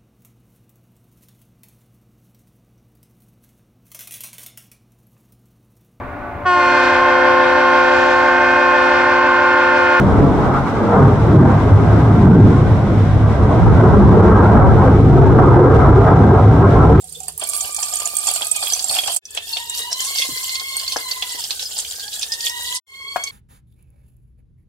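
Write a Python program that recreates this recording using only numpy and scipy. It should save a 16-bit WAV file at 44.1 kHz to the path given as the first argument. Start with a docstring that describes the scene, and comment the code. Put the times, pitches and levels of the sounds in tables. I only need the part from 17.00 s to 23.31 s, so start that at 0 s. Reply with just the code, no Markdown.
"""A small kitchen, a stereo microphone close above a steel pot. Over a faint hum, water dribbles in, then
splatters and gulps as it drags air under. From 0.4 s a far motor, perhaps a power saw, whines and sags
under load. At 2.2 s all dips to silence; then a hand kneads wet pieces in a thick marinade, whose films
crackle and whose air pockets pop. The pot is knocked near 4 s. After a second brief silence at 5.8 s
the hand all but rests, and the pot is knocked again."""
import sys
import numpy as np
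from scipy import signal
from scipy.fft import rfft, irfft, next_fast_len
from scipy.io import wavfile
from scipy.ndimage import uniform_filter1d, map_coordinates

SR = 44100
rng = np.random.default_rng(int(sys.argv[2]) if len(sys.argv) > 2 else 0)


def wav_record(signal):
    """Record a signal, one row per channel, as 16-bit PCM in the file named by sys.argv[1]."""
    frames = np.transpose(np.atleast_2d(signal))
    bounded = np.clip(frames, -1, 1)
    # unit amplitude maps onto the largest positive 16-bit level
    quanta = np.round(bounded * 32767).astype(np.int16)
    wavfile.write(sys.argv[1], SR, quanta)


N = 278271
TIME = np.arange(N) / SR
SURGE_DB, SURGE_RATE = 3, 22  # splash and crackle come in spurts: depth, knots per s
SNAP_DB, SNAP_T60_S, SNAP_NOISE = 4, .0045, .6  # onset of a drop or pop; its noise against its tone
SPLAT_DB, SPLAT_FADE_S = -23, 0.0084  # the bubble cloud that a drop or pop stirs, against its peak
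CLOUD_RISE_SHARE = 0.41  # of a cloud's fading time


def amp(db):
    """Decibels to gain."""
    return 10 ** (np.asarray(db) / 20)


def unit(x):
    """Scale to rms 1."""
    return x / np.sqrt(np.mean(x ** 2) + 1e-20)


def along(points, hz):
    """Read (frequency, value) points on a log axis."""
    freqs, values = np.transpose(points)
    return np.interp(np.log(hz + 1), np.log(freqs + 1), values)


def curve(points):
    """One value per sample from (time, value) points."""
    return np.interp(TIME, *np.transpose(points))


def during(rows):
    """1 while a table lasts, with soft edges."""
    return uniform_filter1d(1.0 * ((TIME >= rows[0][0]) & (TIME <= rows[-1][0])), size=400)


def wobble(rate, step=32):
    """A smooth random curve, rate knots a second."""
    at = np.arange(0, N + step, step)
    knots = rng.standard_normal(int(N * rate / SR) + 4)
    return np.interp(np.arange(N), at, map_coordinates(knots, [at * rate / SR]))


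def filtered(x, response):
    """x times a complex response of frequency."""
    size = next_fast_len(N + SR // 2)
    return irfft(rfft(x, size) * response(np.fft.rfftfreq(size, 1 / SR)), size)[..., :N]


def coloured(x, spectrum, size=4096):
    """x through a causal filter with the given spectrum."""
    cepstrum = irfft(np.log(amp(along(spectrum, np.fft.rfftfreq(size, 1 / SR))) + 1e-6))
    cepstrum[1:size // 2] *= 2
    cepstrum[size // 2 + 1:] = 0
    return signal.fftconvolve(x, irfft(np.exp(rfft(cepstrum)))[None], axes=1)[:, :N]


def placed(x, side):
    """Lean each frequency to the microphone's left or right."""
    return filtered(x, lambda hz: amp(np.outer([.5, -.5], along(side, hz))))


def add(track, s, sound):
    """Mix a stereo sound in at time s."""
    part = track[:, max(round(s * SR), 0):][:, :sound.shape[1]]
    part += sound[:, :part.shape[1]]


def flutter(phase, depth, rate):
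    """A tone of rms 1 that reaches the microphone by many paths, which beat against each other."""
    paths = np.array([wobble(rate) + 1j * wobble(rate) for channel in range(2)])
    return unit(np.real((1 + depth * (paths + paths.mean(0))) * np.exp(1j * phase)))


def bubbles(rate, lo_hz, hi_hz, cycles, spread_db, apart, size=192):
    """A swarm of tiny damped rings, rms 1; apart scatters their phase between left and right."""
    count = int(rate * N / SR)
    when, pitch, strength, turn, life = rng.random((count, 5), dtype=np.float32).T[:, :, None]
    hz = lo_hz + (hi_hz - lo_hz) * pitch
    t = np.arange(size, dtype=np.float32) / SR
    tau = cycles * (.5 + life) / hz
    gain = amp(spread_db * np.minimum(-np.log(1 - strength), 4))
    envelope = gain / np.sqrt(tau) * np.exp(-t / tau) * np.minimum(hz * t, 1) * (1 - t * SR / size)
    at = ((when * N).astype(int) + np.arange(size)).ravel()
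    channels = [envelope * np.sin(2 * np.pi * hz * t + way * apart * (turn - .5)) for way in (1, -1)]
    return unit(np.array([np.bincount(at, rings.ravel(), N + size)[:N] for rings in channels]))


def bursts(rows, ring_t60, rise, splash_db, splash_t60, width, apart, snap_db=-60):
    """Each event snaps, rings on as its pitch climbs by rise, and splashes noise around that pitch."""
    out, t = np.zeros((2, N)), np.arange(SR // 8) / SR
    grid = np.fft.rfftfreq(len(t), 1 / SR)
    for s, db, hz, *_ in rows:
        phase = 2 * np.pi * hz * (t + rise * (t - ring_t60 * (1 - np.exp(-t / ring_t60))))
        tone = np.sin(phase + apart * rng.normal() * np.array([[.5], [-.5]]))
        ring = tone * amp(-60 * t / (ring_t60 * np.exp(rng.normal(0, 0.32))))
        band = 1 / np.sqrt(1 + (np.log((grid + 1) / hz) / width) ** 4)
        noise = unit(irfft(rfft(rng.standard_normal((2, len(t)))) * band, len(t)))
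        snap = (tone + SNAP_NOISE * noise.sum(0)) * amp(snap_db - 60 * t / SNAP_T60_S)
        splash = noise * amp(splash_db - 60 * t / splash_t60)
        sound = (snap + ring + splash) * (1 - np.exp(-t * hz / 4))
        add(out, s, amp(db) * sound / np.abs(sound).max())
    return out


def strays(control, rate, over_db, usual_hz, scatter_db, scatter_octaves, count=90):
    """Random lesser events (time [s], level [dB], pitch [Hz]) whose level follows a control curve."""
    s, db = np.transpose(control)
    times = s[0] + np.cumsum(rng.exponential(1, count)) / rate
    size, pitch = rng.standard_normal((2, count))
    levels = np.interp(times, s, db) + over_db + scatter_db * size
    return np.column_stack([times, levels, usual_hz * 2 ** (scatter_octaves * pitch)])[times < s[-1]]


def clouds(splats):
    """Strength of the bubble clouds that swell and fade around the gulps and the given drops or pops."""
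    rows = [(s, db, fade) for s, db, _, fade in AIR_GULPS]
    rows += [(s + SPLAT_FADE_S * CLOUD_RISE_SHARE, db + SPLAT_DB, SPLAT_FADE_S) for s, db, _ in splats]
    strength = np.zeros(N)
    for s, db, fade in rows:
        away = np.maximum((s - TIME) / CLOUD_RISE_SHARE, TIME - s) / fade
        strength = np.maximum(strength, amp(db) * np.exp(-np.minimum(away, 20)))
    return strength


# the kitchen's rumble: (frequency [Hz], gain [dB])
RUMBLE_SPECTRUM = [(13, -12.5), (22, -11.5), (53, 2), (75, 7), (146, -7.5), (225, -5), (284, -19.5),
                   (420, 1.5), (600, -14.5), (780, -48.5), (1320, -120)]
def room_tone():
    """All around the microphone: a low rumble, nearly alike left and right, and faint hiss."""
    rumble = rng.standard_normal(N) + 0.16 * rng.standard_normal((2, N))
    hiss = coloured(rng.standard_normal((2, N)), [(300, -7.5), (2000, -14), (8000, -1.5), (15000, -38)])
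    return amp(-56.0) * unit(coloured(rumble, RUMBLE_SPECTRUM)) + amp(-52.5) * unit(hiss)


# partials of the hum: (pitch [Hz], level [dB])
HUM_PARTIALS = [(78, -54.5), (157, -55)]
def hum():
    """A faint wavering hum in the background, which stops as the dribble becomes a stream."""
    tones = [amp(db) * flutter(2 * np.pi * hz * TIME, depth=0.31, rate=46) for hz, db in HUM_PARTIALS]
    return during([[0], [.39]]) * sum(tones)


# the stream, a dribble at first: (time [s], flow [dB])
WATER_FLOW = [(0, -46.5), (.15, -37.5), (.22, -38), (.36, -46), (.42, -30), (.9, -29), (1.5, -26.5),
              (1.6, -30), (1.75, -24.5), (2.2, -26.5)]
# the loudest drops: (time [s], level [dB], pitch [Hz])
LOUD_DROPS = [(0.0418, -27, 8600), (0.203, -22, 7550), (0.2333, -21, 7300), (0.2825, -13.5, 9200),
              (0.3775, -11.5, 11060), (0.3965, -17.5, 8900), (0.437, -18, 8360), (0.497, -12, 8900),
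              (0.5357, -15.5, 8560), (0.5646, -10, 9200), (0.6078, -11, 7060), (0.7462, -10, 8040),
              (0.7644, -12, 7050), (0.8302, -11.5, 5770), (0.9368, -11, 7120), (0.9568, -12, 8420),
              (0.9694, -11, 7050), (0.9997, -13, 7000), (1.056, -8.5, 7020), (1.074, -12.5, 8960),
              (1.1677, -7.5, 8200), (1.1852, -12, 8160), (1.2702, -9, 7030), (1.2873, -9, 7400),
              (1.3139, -12.5, 10440), (1.359, -12, 7400), (1.4196, -12.5, 3290), (1.469, -11.5, 7960),
              (1.514, -7, 8290), (1.562, -10.5, 8150), (1.6701, -15, 3380), (1.701, -12, 4770),
              (1.723, -12.5, 7660), (1.7928, -10.5, 4610), (1.8422, -9.5, 7510), (1.8946, -10.5, 4400),
              (1.9115, -13.5, 8920), (1.9653, -14.5, 2810), (1.9868, -7.5, 3284), (2.0364, -16.5, 3220),
              (2.0752, -11, 7600), (2.145, -10, 9360), (2.1628, 0, 8070), (2.1674, -1, 7900)]
# spray, small bubbles and deep bubbles: (frequency [Hz], gain [dB])
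SPRAY_SPECTRUM = [(2940, -12), (5000, -11.5), (6410, -18.5), (7240, -6), (8580, -10), (9690, -9.5),
                  (11800, -8.5), (14900, -36), (16000, -40)]
GURGLE_SPECTRUM = [(880, -36.5), (1500, -7.5), (1960, -14.5), (2990, -3.5), (3230, -1.5), (3880, -9.5),
                   (4430, 0.5), (5500, -8.5), (7150, -2), (12100, -120)]
PLUNGE_SPECTRUM = [(100, -10), (250, -20.5), (400, -16.5), (530, -11.5), (680, 0.5), (900, -7),
                   (1400, -13.5), (2000, -34), (3500, -34.5)]
# the pot's resonances under the stream: (frequency [Hz], width [Hz], gain [dB])
STEEL_MODES = [(3300, 77, -2), (4520, 170, -4), (7040, 65, -1), (7450, 78, -1), (8280, 140, 0),
               (8900, 47, -2), (10600, 62, -8)]
# the stream at the microphone: (frequency [Hz], left minus right [dB])
WATER_BALANCE = [(60, 4), (180, -12.5), (550, 0), (1650, 1.5), (4970, -2), (8000, -10.5), (15000, -4.5)]
def water():
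    """Just below the microphone the stream breaks into spray, rings the steel and drags air down."""
    flow_db = curve(WATER_FLOW)
    air_db = 1.75 * (flow_db - flow_db.max())  # trapped air grows faster than the spray
    cloud = clouds(LOUD_DROPS)
    slugs = wobble(70)  # the jet arrives unevenly
    spurts_db = SURGE_DB * wobble(SURGE_RATE)
    spray = bubbles(rate=1900, lo_hz=3660, hi_hz=17070, cycles=5.2, spread_db=0, apart=3.4)
    spray = unit(coloured(spray, SPRAY_SPECTRUM) * amp(2.0 * slugs + spurts_db))
    spray = spray * amp(flow_db - 3.0) + fizz(flow_db - 10.5)
    gurgle = bubbles(rate=700, lo_hz=1412, hi_hz=5910, cycles=13.4, spread_db=-0.5, apart=3.3, size=512)
    gurgle = unit(coloured(gurgle, GURGLE_SPECTRUM) * amp(1.5 * slugs + spurts_db))
    gurgle *= amp(air_db - 33.5) + amp(-6.5) * cloud
    plunge = bubbles(rate=450, lo_hz=155, hi_hz=2150, cycles=1.74, spread_db=-1.5, apart=0.66, size=768)
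    plunge = unit(coloured(plunge, PLUNGE_SPECTRUM) * amp(1.2 * slugs + spurts_db))
    plunge *= amp(air_db - 41.5) + amp(-11.5) * cloud
    lesser = strays(WATER_FLOW, rate=26, over_db=9, usual_hz=8690, scatter_db=4.5, scatter_octaves=0.27)
    drops = amp(1.5) * bursts([*LOUD_DROPS, *lesser], ring_t60=0.026, rise=0.02, splash_db=-7,
                              splash_t60=0.032, width=0.24, apart=1.5, snap_db=SNAP_DB)
    steel = lambda f: sum(amp(db) * 1j * f * width / (hz * hz - f * f + 1j * f * width)
                          for hz, width, db in STEEL_MODES)
    ringing = filtered(spray + gurgle + .5 * drops, steel)  # drops land mostly on the liquid
    return placed((spray + gurgle + plunge + drops + ringing) * during(WATER_FLOW), WATER_BALANCE)


# the finest bubbles: (frequency [Hz], gain [dB])
FIZZ_SPECTRUM = [(2000, -23), (4500, 1.5), (8000, 0.5), (11500, -0.5), (15000, -8)]
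def fizz(level_db):
    """The smooth, close hiss of countless bubbles too small to hear singly."""
    return unit(coloured(rng.standard_normal((2, N)), FIZZ_SPECTRUM)) * amp(level_db)


# bubbles that ring on: (time [s], level [dB], pitch [Hz])
WHOLE_BUBBLES = [(0.03, -44.5, 740), (0.15, -28.5, 3510), (0.165, -36.5, 484), (0.203, -36, 748),
                 (0.235, -39.5, 760), (2.528, -13.5, 4390), (2.74, -17.5, 4390), (4.522, -20, 4170),
                 (4.655, -18.5, 5000), (5.127, -23, 3887), (5.324, -14, 4940)]
def plinks():
    """Bubbles that stay whole in the pot ring longer and cleaner than those that burst."""
    return bursts(WHOLE_BUBBLES, ring_t60=0.096, rise=0.034, splash_db=-4.5, splash_t60=0.083,
                  width=.09, apart=.8)


# trapped air: (time [s], level [dB], pitch [Hz], fading time of its bubble cloud [s])
AIR_GULPS = [(0.283, -30, 710, 0.0098), (0.423, -19.5, 644, 0.021), (0.535, -30.5, 635, 0.01),
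             (0.646, -27.5, 686, 0.0088), (0.691, -29, 660, 0.0097), (0.785, -32, 818, .012),
             (0.828, -26, 694, .008), (0.932, -28, 710, 0.013), (1.0, -29, 688, 0.0094),
             (1.02, -29, 720, .009), (1.07, -26, 649, 0.0098), (1.133, -26, 649, 0.0071),
             (1.284, -24, 692, 0.011), (1.309, -23.5, 700, 0.0085), (1.41, -19.5, 676, 0.011),
             (1.468, -30.5, 750, .014), (1.631, -26.5, 658, 0.013), (1.665, -30.5, 813, 0.01),
             (1.724, -26.5, 754, 0.011), (1.766, -29, 721, 0.0061), (1.842, -27, 737, 0.0068),
             (1.912, -23.5, 690, 0.015), (1.965, -20, 760, 0.0087), (1.986, -22.5, 710, 0.011),
             (2.036, -25, 668, 0.0065), (2.061, -23, 657, 0.0058), (2.078, -16, 790, 0.017),
             (2.373, -20.5, 672, 0.01), (2.565, -24, 714, .0071), (2.8, -31, 459.6, 0.0072),
             (2.92, -26.5, 668, .018), (4.223, -25.5, 730, .0067), (4.346, -28, 477, 0.01),
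             (4.507, -25, 600, 0.012)]
def gulps():
    """Down in the pot, big bubbles under the liquid ring low and rise in pitch."""
    return amp(-2) * bursts(AIR_GULPS, ring_t60=0.022, rise=0.046, splash_db=-9, splash_t60=0.043,
                            width=0.51, apart=0.63)


# the motor's speed: (time [s], pitch [Hz])
MOTOR_PITCH = [(.38, 1164), (.95, 1194), (1.35, 1188), (1.52, 1260), (1.72, 1157), (2.25, 854), (2.6, 931),
               (2.85, 961), (3.15, 1088), (3.35, 1024), (3.7, 1080), (4.08, 1032), (4.38, 980), (4.5, 787),
               (4.8, 724), (5.35, 920), (5.55, 956), (5.78, 993), (5.87, 1065), (6.08, 1094), (6.31, 1110)]
# stretches of whine: (start [s], end [s], levels of partials 1 to 4 at top speed [dB], roughness [ratio])
WHINE_STRETCHES = [(0.399, 1.43, -35, -37, -47, -56, 0.63), (1.43, 1.76, -40, -38.5, -47, -66, 1.13),
                   (2.213, 2.48, -71, -50, -41, -39.5, 0.78), (2.487, 3.045, -37, -38, -31, -29, 1.206),
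                   (3.061, 3.515, -39, -34, -38, -31, 1.02), (3.515, 3.797, -40.5, -30.5, -37.5, -31, 0.74),
                   (3.801, 4.418, -44, -36.5, -41.5, -36, 1.303),
                   (4.479, 5.263, -55.5, -44.5, -52, -53, 1.29),
                   (5.284, 5.501, -48.5, -35.5, -44, -44, 0.79),
                   (5.504, 5.834, -31.5, -29.5, -31.5, -27.5, .7),
                   (5.856, 6.398, -43.5, -31.5, -34.5, -36.5, 0.71)]
BLEND_S, SAG_DB_PER_OCTAVE, LEFT_LEAD_S = 0.03, 48, 0.00018
def motor():
    """Far off to the left, a whine that sinks, weakens and turns rough under load."""
    hz = curve(MOTOR_PITCH)
    gains, rough = np.zeros((4, N)), np.zeros(N)
    for start, end, *levels, roughness in WHINE_STRETCHES:
        on = np.clip(.5 + np.minimum(TIME - start, end - TIME) / BLEND_S, 0, 1)
        sag_db = SAG_DB_PER_OCTAVE * np.log2(hz / hz[on > .5].max())
        gains += np.outer(amp(levels), on * amp(sag_db))
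        rough += roughness * on
    waver = .0045 * rough * (wobble(22) + wobble(60))  # unsteady speed
    phase = 2 * np.pi * np.cumsum(hz * (1 + waver)) / SR
    phase = phase + np.pi * np.outer([1, -1], hz * LEFT_LEAD_S)
    rasp = .34 * rough ** 2
    out = np.zeros((2, N))
    for k, gain in enumerate(gains, 1):  # higher partials flutter more and smear wider
        fading = unit(amp(3 * rough * wobble(18)))
        tone = flutter(k * phase, depth=rough * (.55 + .15 * k), rate=65 + 15 * k)
        narrow_noise = flutter(k * phase, depth=10, rate=100 * (k + .5))
        out += gain * fading * (tone + rasp * narrow_noise) / np.hypot(1, rasp)
    return out


# soft pushes on the pot: (time [s], level [dB], pitch [Hz])
POT_SHOVES = [(0.64, -31.5, 70), (1.33, -35, 73.6), (1.894, -26.5, 146), (3.287, -17.5, 213),
              (3.319, -24, 123)]
def shoves():
    """Below the microphone the pot shifts on its stand with a dull bump, more noise than tone."""
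    return amp(-5) * bursts(POT_SHOVES, ring_t60=0.036, rise=0, splash_db=17, splash_t60=0.04,
                            width=0.39, apart=0.52)


# the kneading hand: (time [s], effort [dB])
HAND_EFFORT = [(2.24, -50.5), (2.4, -47), (2.52, -35), (2.65, -43), (2.79, -30.5), (2.92, -44.5),
               (3.02, -30), (3.39, -30), (3.65, -36.5), (3.84, -32.5), (4.05, -36), (4.45, -34.5),
               (5.1, -36.5), (5.75, -35), (5.92, -50.5), (6.08, -56), (6.16, -44), (6.3, -48)]
# the loudest bursting air pockets: (time [s], level [dB], pitch [Hz])
LOUD_POPS = [(2.2535, -8.5, 5900), (2.3074, -16, 8060), (2.3491, -15, 7870), (2.3734, -8.5, 3270),
             (2.5685, -11, 3560), (2.6968, -11, 7580), (2.9135, -17, 5400), (2.9283, -4.5, 5574),
             (3.005, -9, 6860), (3.1584, -8.5, 4770), (3.1849, -3, 4630), (3.2196, -7.5, 3350),
             (3.493, -12, 4336), (3.5536, -9.5, 4470), (3.5967, -13, 4450), (3.7672, -8.5, 8690),
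             (3.7981, -13, 4664), (3.8783, -9, 4440), (3.921, -9, 4400), (3.9664, -11.5, 5170),
             (4.112, -8.5, 4490), (4.2225, -8.5, 3370), (4.304, -16.5, 4620), (4.3956, -16, 7600),
             (4.4398, -12, 4990), (4.5067, -5, 4180), (4.594, -11.5, 3970), (4.627, -11, 5250),
             (4.7674, -12, 4570), (4.785, -17.5, 4460), (4.8485, -18, 3150), (4.9963, -16, 4830),
             (5.0792, -18, 4510), (5.1945, -13.5, 7460), (5.23, -9.5, 3690), (5.3197, -7, 5050),
             (5.4064, -11.5, 4730), (5.467, -8, 3424), (5.496, -9.5, 5380), (5.7385, -22, 4027),
             (6.238, -9, 6330), (6.2726, -18.5, 4370)]
# tearing films and thick paste: (frequency [Hz], gain [dB])
CRACKLE_SPECTRUM = [(1350, -39.5), (2300, -27), (2600, -16), (2890, -4), (3180, -1.5), (3740, -7.5),
                    (4510, -2.5), (6450, -13.5), (7050, -2.5), (10600, -11), (14500, -10.5), (16000, -58)]
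SLOP_SPECTRUM = [(100, 0.5), (250, -14), (420, 5), (750, 5.5), (1200, -1), (1650, 3.5), (2400, -6.5),
                 (4000, -33)]
# the kneading at the microphone: (frequency [Hz], left minus right [dB])
KNEAD_BALANCE = [(60, 1), (180, -5), (550, 1), (1650, -0.5), (4970, -4), (15000, 2)]
def marinade():
    """Close up, wet films tear between the pieces as the hand squeezes; air pockets pop and ring."""
    effort_db = curve(HAND_EFFORT)
    clumps = wobble(55)
    films = bubbles(rate=2200, lo_hz=2000, hi_hz=15500, cycles=5, spread_db=3, apart=2.4)
    blisters = bubbles(rate=60, lo_hz=3285, hi_hz=7570, cycles=45, spread_db=1.5, apart=1, size=768)
    tearing = coloured(films + amp(-10) * blisters, CRACKLE_SPECTRUM)
    crackle = unit(tearing * amp(clumps + SURGE_DB * wobble(SURGE_RATE)))
    crackle = crackle * amp(effort_db + 3) + fizz(effort_db - 2.5)
    paste = bubbles(rate=880, lo_hz=149, hi_hz=2847, cycles=3.9, spread_db=-4, apart=2.6, size=768)
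    slop = unit(coloured(paste, SLOP_SPECTRUM) * amp(3.35 * clumps))
    slop *= amp(-47.5 + 0.64 * (effort_db - effort_db.max())) + amp(-13.5) * clouds(LOUD_POPS)
    lesser = strays(HAND_EFFORT, rate=10, over_db=12, usual_hz=4550, scatter_db=-4, scatter_octaves=0.26)
    pops = amp(-1) * bursts([*LOUD_POPS, *lesser], ring_t60=0.018, rise=0.024, splash_db=-9.5,
                            splash_t60=0.056, width=0.26, apart=0.59, snap_db=SNAP_DB)
    return placed((crackle + slop) * during(HAND_EFFORT) + pops, KNEAD_BALANCE)


# squeezes of the hand: (time [s], level [dB], pitch [Hz], half length [s])
SQUEEZES = [(2.373, -32.5, 3570, 0.013), (2.56, -37, 4190, 0.016), (2.925, -29, 5470, 0.012),
            (3.052, -26, 7400, 0.033), (3.208, -24, 3970, 0.047), (3.928, -28, 4050, 0.02),
            (4.524, -41, 4100, 0.013), (4.625, -31, 4750, 0.027), (4.796, -21.5, 6350, 0.016),
            (5.137, -31.5, 3800, 0.018), (5.226, -23, 4740, 0.017), (5.341, -26, 5140, 0.012),
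            (5.469, -23, 3940, 0.017), (5.767, -20, 6240, 0.022)]
def squelches():
    """Close up, the hand presses out a rush of tiny bubbles that swells and fades around one pitch."""
    out, t = np.zeros((2, N)), np.arange(SR // 4) / SR - .125
    grid = np.fft.rfftfreq(len(t), 1 / SR)
    foam = bubbles(rate=1800, lo_hz=2630, hi_hz=11170, cycles=5.3, spread_db=2.5, apart=2.1)
    for s, db, hz, half in SQUEEZES:
        band = 1 / (1 + (np.log((grid + 1) / hz) / 0.55) ** 2)
        rush = unit(irfft(rfft(foam[:, round(s * SR):], len(t)) * band, len(t)))
        add(out, s + t[0], amp(db) * rush * np.exp(-(t / half) ** 2))
    return placed(out, KNEAD_BALANCE)


# blows on the pot: (time [s], level [dB], contact cutoff [Hz], ring time [share], thud pitch [Hz])
POT_KNOCKS = [(3.9615, -3.5, 2220, 0.5, 594), (6.16, -2, 1480, 1, 825)]
# the steel wall: (frequency [Hz], level [dB], t60 [s])
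WALL_MODES = [(710, 9, .032), (915, -3, .015), (980, 6, 0.018), (1390, 3, .02), (1630, -4.5, .045)]
# the full pot radiates little bass: (frequency [Hz], gain [dB])
POT_RADIATION = [(100, -17.5), (380, -23.5), (620, -2.5), (1700, 2), (2100, -14), (6000, -11)]
def knocks():
    """Near the microphone, a dull thud and a short ring of the pot's wall, damped by its contents."""
    pushes = [(s, db - 9, hz) for s, db, *_, hz in POT_KNOCKS]
    thuds = bursts(pushes, ring_t60=0.0053, rise=0, splash_db=-8, splash_t60=0.042, width=0.51, apart=.5)
    rings, t = np.zeros((2, N)), np.arange(SR // 4) / SR
    for s, db, cutoff_hz, share, _ in POT_KNOCKS:
        ring = 0
        for hz, level, t60 in WALL_MODES:
            decay = amp(level + rng.normal(0, 1, (2, 1)) - 60 * t / (share * t60))
            ring += decay * np.sin(2 * np.pi * hz * t) / np.hypot(1, (hz / cutoff_hz) ** 2)
        add(rings, s, amp(db) * ring / np.abs(ring).max())
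    return thuds + coloured(rings, POT_RADIATION)


def echo(x, t60s):
    """A diffuse tail, alike left and right in the bass; each frequency dies at its own speed."""
    hz, t, (mid, side) = signal.stft(rng.standard_normal((2, SR // 2)), SR, nperseg=256)
    turn = np.pi / 4 * hz[:, None] / np.hypot(hz[:, None], 900)
    diffuse = np.array([np.cos(turn) * mid + way * np.sin(turn) * side for way in (1, -1)])
    tail = signal.istft(diffuse * amp(-60 * t / along(t60s, hz)[:, None]), SR, nperseg=256)[1]
    return signal.fftconvolve(x, tail / np.linalg.norm(tail[0]), axes=1)[:, :N]


# the small kitchen's reverberation: (frequency [Hz], t60 [s])
KITCHEN_DECAY = [(200, 0.21), (2000, 0.2), (10000, 0.013)]
def scene():
    """From above the pot: sound bounces between its walls; the top throws mostly treble into the room."""
    near = water() + marinade() + squelches() + plinks()
    near += (gulps() + shoves() + knocks()) * amp([[0.5], [-2.5]])  # a little to the left
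    in_pot = amp(-5) * echo(coloured(near, [(700, -7), (3000, 0)]), [(700, .04), (8000, .05)])
    kitchen = amp(-9) * echo(coloured(near, [(500, -7), (2500, 0)]), KITCHEN_DECAY)
    return near + in_pot + kitchen + motor() + hum() + room_tone()


# brief silences: (start [s], end [s])
SILENCES = [(2.195, 2.214), (5.801, 5.864)]
FADE_OUT_S, FADE_IN_S, TOP_HZ = 0.057, 0.14, 15800
def record(dry):
    """The microphone's signal: peaks softly rounded, two quick dips to silence, and a band limit."""
    out = dry / (1 + (dry / .9) ** 6) ** (1 / 6)
    for start, end in SILENCES:
        out *= np.clip(np.maximum((start - TIME) / FADE_OUT_S, (TIME - end) / FADE_IN_S), 0, 1)
    return filtered(out, lambda hz: hz < TOP_HZ)


dry = scene()
out = record(dry)
wav_record(out)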